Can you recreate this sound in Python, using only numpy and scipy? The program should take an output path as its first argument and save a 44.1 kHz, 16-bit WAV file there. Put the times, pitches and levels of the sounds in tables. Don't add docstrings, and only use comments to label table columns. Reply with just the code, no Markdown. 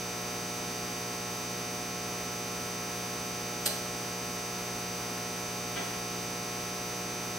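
import sys
import numpy as np
from scipy import signal
from scipy.fft import rfft, irfft, next_fast_len
from scipy.io import wavfile

SR = 44100
rng = np.random.default_rng(int(sys.argv[2]) if len(sys.argv) > 2 else 0)


def dump(signal):
    limited = np.clip(np.atleast_2d(signal).T, -1, 1)
    pcm = np.round(limited * 32767).astype(np.int16)
    wavfile.write(sys.argv[1], SR, pcm)


N = 325458
TIME = np.arange(N) / SR
MAINS_HZ, CORE_RING_HZ = 60, 6030
SIDES = np.array([[1], [-1]])

# f/Hz, side minus mid/dB
ROOM_WIDTH = [(40, -18), (130, -25), (300, -9.5), (700, -8.5), (1500, -5.5), (8000, -2), (12000, -12),
              (15000, -22)]
# f/Hz, gain/dB
WALL_EQ = [(200, -5.5), (650, 9), (1600, 3), (4500, 2.5), (9000, -1), (14000, -1)]
# f/Hz, level/dB per Hz
AIR_SPECTRUM = [(12, -101), (38, -81.5), (100, -79), (160, -76), (235, -75), (400, -76.5), (750, -79.5),
                (1050, -77.5), (1550, -82), (2700, -86), (3600, -86.5), (7000, -91), (9500, -88),
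                (15500, -90.5)]
# f/Hz, level/dB, wander width/Hz
MOTOR_TONES = [(37, -76, 2), (145, -71, 2), (185, -67, 1.5), (254.8, -56.3, .6), (292.4, -61.5, .4),
               (323.3, -63, .4), (369, -67, .8), (554, -66.5, 1), (2802, -71, 3), (4093, -71, 4)]
# t/s, relative level/dB
KNOCK_HITS = [(5.761, -3), (5.768, -1), (5.776, -1), (5.815, -11), (5.938, -7)]
# f/Hz, gain/dB
KNOCK_EQ = [(60, -10), (170, 10), (550, 9), (900, -3), (1200, -4), (1700, -4), (2200, 1), (3000, -4),
            (3700, -5), (4600, -17), (8000, -32)]
# t/s, relative level/dB
LATCH_HITS = [(3.6555, -8), (3.659, 0), (3.662, 1.5), (3.6665, -1), (3.675, -1.5)]
# f/Hz, gain/dB
LATCH_EQ = [(80, -30), (300, -6.5), (640, -12), (1050, -12.5), (1650, -4), (2400, -8.5), (4200, 0.5),
            (5400, -7), (7300, -7), (8400, 2.5), (9600, -6.5), (10500, -1.5), (12400, -15), (14100, 3.5),
            (15400, -21)]
# f/Hz, relative level/dB, t60/s
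BOX_MODES = [(350, -55, .2), (604, -47, .24), (643, -46, .24), (820, -45, .2), (1608, -41, .16),
             (1929, -43, .1), (4252, -43, .05), (8178, -36, .03), (8801, -34, .04)]
CORE_TUGS = [(.001, -.95), (.395, .9), (.542, 1)]
LAMINATION_SLAPS = [(.015, 1), (.44, -0.54), (.76, 0.89)]
# f/Hz, base level/dB
EVEN_HARMONICS = [(120, -49.5), (240, -55.5), (480, -50), (600, -52.5), (730, -49.5), (960, -59.5),
                  (1600, -60), (2700, -57.5), (3300, -68), (5000, -64.5), (8300, -70.5), (9500, -84.5),
                  (15500, -89)]
# f/Hz, base level/dB
ODD_HARMONICS = [(60, -64), (530, -61.5), (700, -69.5), (1500, -74.5), (3000, -67.5), (4700, -72.5),
                 (6000, -65), (8500, -74.5), (10000, -78.5), (15500, -89)]
# f/Hz, lift/dB, left minus right/dB
HOUSING_MODES = [(180, 15.5, 0), (420, 11.5, 1), (1080, 6, 5.5), (1320, 10.5, -12), (1959, 18.5, -12),
                 (2160, 2, 8), (2400, 3.5, -8), (3743, 13.5, -7.5), (4215, 6, -8), (4560, 10, -4),
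                 (4800, 11.5, 3), (5610, 17.5, 4), (6970, 4, 11), (8410, 15, -3)]


def from_db(db):
    return 10 ** (np.asarray(db) / 20)


def at_hz(points, hz):
    known_hz, values = np.transpose(points)
    return np.interp(np.log(np.maximum(hz, 1)), np.log(known_hz), values)


def eq(x, points):
    size = 2 * next_fast_len(N // 2 + SR // 4)
    gain = from_db(at_hz(points, np.fft.rfftfreq(size, 1 / SR)))
    cepstrum = irfft(np.log(gain))
    cepstrum[1:size // 2] *= 2
    cepstrum[size // 2 + 1:] = 0
    return irfft(rfft(x, size) * np.exp(rfft(cepstrum)))[..., :N]


def drift(rate_hz):
    hop, settle = 100, 2000
    pole = np.exp(-2 * np.pi * rate_hz / (SR / hop))
    noise = rng.standard_normal(N // hop + settle + 2)
    slow = signal.lfilter([1], [1, -2 * pole, pole * pole], noise)[settle:]
    return np.interp(np.arange(N) / hop, np.arange(len(slow)), slow / np.sqrt(np.mean(slow ** 2)))


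def diffuse_noise():
    mid, side = rng.standard_normal((2, N))
    return mid + SIDES * eq(side, ROOM_WIDTH)


def decay(t60):
    return np.exp(-np.log(1000) * TIME / t60)


def convolve(x, response):
    return signal.fftconvolve(np.atleast_2d(x), response[:, :SR], axes=1)[:, :N]


def noise_tail(x, envelope):
    return convolve(x, diffuse_noise() * envelope / np.linalg.norm(envelope))


def room(x, t60, wet_db):
    envelope = decay(t60) * (1 - decay(0.021))
    return x + from_db(wet_db) * eq(noise_tail(x, envelope), WALL_EQ)


def clicks(hits):
    track = np.zeros(N)
    for seconds, db in hits:
        track[round(seconds * SR)] += from_db(db)
    return track


def air(flutter_db=0.35):
    flutter = from_db(flutter_db * drift(6))
    return np.sqrt(SR / 2) * flutter * eq(diffuse_noise(), AIR_SPECTRUM)


def motor(waver_db=2.5):
    tones = np.zeros(N)
    for hz, db, width_hz in MOTOR_TONES:
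        cycles = np.cumsum(hz + width_hz * drift(3.1) / 2) / SR + rng.random()
        amplitude = np.sqrt(2) * from_db(db + waver_db * drift(2.7))
        tones += amplitude * np.sin(2 * np.pi * cycles)
    return tones


def far_knock(gain_db=-2.0):
    knock = eq(noise_tail(clicks(KNOCK_HITS), decay(t60=0.053)), KNOCK_EQ)
    return room(from_db(gain_db) * knock, t60=0.65, wet_db=-1)


def latch(gain_db=2.5):
    rattle = eq(noise_tail(clicks(LATCH_HITS), decay(t60=0.028)), LATCH_EQ)
    ring = sum(from_db(db) * decay(t60) * np.sin(2 * np.pi * hz * TIME) for hz, db, t60 in BOX_MODES)
    hardest = max(LATCH_HITS, key=lambda hit: hit[1])
    box = convolve(clicks([hardest]), ring[None])
    return room(from_db(gain_db) * (rattle + box), t60=0.55, wet_db=-5.5)


def lamination_sizzle(density_db=-85.0, width_hz=400, decay_cycles=0.08):
    gate = sum(abs(force) * np.exp(-((TIME * MAINS_HZ - position) % 1) / decay_cycles)
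               for position, force in LAMINATION_SLAPS)
    bursts = diffuse_noise() * gate / np.sqrt(np.mean(gate ** 2))
    b, a = signal.iirpeak(CORE_RING_HZ, CORE_RING_HZ / width_hz, fs=SR)
    return from_db(density_db) * np.sqrt(SR / 2) * signal.lfilter(b, a, bursts)


def hum_amplitudes(order, core_lift_db=13, core_half_width_hz=314, ripple_db=6.0, scatter_db=2.0):
    hz = order * MAINS_HZ
    base_db = np.where(order % 2, at_hz(ODD_HARMONICS, hz), at_hz(EVEN_HARMONICS, hz))
    detune = (hz - CORE_RING_HZ) / core_half_width_hz
    lift_db = core_lift_db / (1 + detune ** 4)
    pan_db = 0
    for mode_hz, mode_db, mode_pan_db in HOUSING_MODES:
        half_width_hz = 20.6 + 0.004 * mode_hz
        nearness = np.exp(-((hz - mode_hz) / half_width_hz) ** 2)
        lift_db = np.maximum(lift_db, mode_db * nearness)
        pan_db += mode_pan_db * nearness
    uneven = hz / (hz + 2500) * from_db(-lift_db / 2)
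    level_db = base_db + lift_db + ripple_db * uneven * rng.uniform(-1, 1, len(hz))
    pan_db += scatter_db * uneven * rng.uniform(-1, 1, len(hz))
    pan = from_db(SIDES * pan_db / 2)
    pan /= np.sqrt(np.mean(pan ** 2, axis=0))
    return np.sqrt(2) * from_db(level_db) * (order > 0) * pan


def mains_hum(gain_db=0.23, echo_per_khz=1.29, spread=0.79, sway=0.07, slap_from_hz=5300):
    period = SR // MAINS_HZ
    order = np.arange(period // 2 + 1)
    hz = order * MAINS_HZ

    def pulses(rows):
        return sum(force * np.exp(-2j * np.pi * order * position) for position, force in rows)

    def echoes():
        return (rng.standard_normal(len(hz)) + 1j * rng.standard_normal(len(hz))) / np.sqrt(2)

    def loop(harmonics):
        return irfft(harmonics * period / 2, period)[:, np.arange(N) % period]

    housing = pulses(CORE_TUGS) + echo_per_khz * hz / 1000 * echoes()
    core = pulses(LAMINATION_SLAPS) + (0.8 + np.abs(hz - CORE_RING_HZ) / 600) * echoes()
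    stereo_phase = spread * from_db(at_hz(ROOM_WIDTH, hz)) * rng.uniform(-1, 1, len(hz))
    phase = np.angle(np.where(hz < slap_from_hz, housing, core)) + SIDES * stereo_phase
    harmonics = from_db(gain_db) * hum_amplitudes(order) * np.exp(1j * phase)
    sway_depth = sway * np.sqrt(hz / slap_from_hz)
    shimmer = sum(drift(rate_hz) * loop(harmonics * sway_depth * echoes()) for rate_hz in (0.4, 2.5, 12))
    return loop(harmonics) + shimmer


def scene():
    return mains_hum() + lamination_sizzle() + motor() + air() + latch() + far_knock()


def record(dry, whistle_hz=15734, whistle_db=-65.0, cutoff_hz=15780):
    whistle = from_db(whistle_db) * np.sin(2 * np.pi * whistle_hz * TIME)
    lowpass = signal.ellip(12, 0.1, 80, cutoff_hz, fs=SR, output="sos")
    return signal.sosfilt(lowpass, dry + whistle)


dry = scene()
out = record(dry)
dump(out)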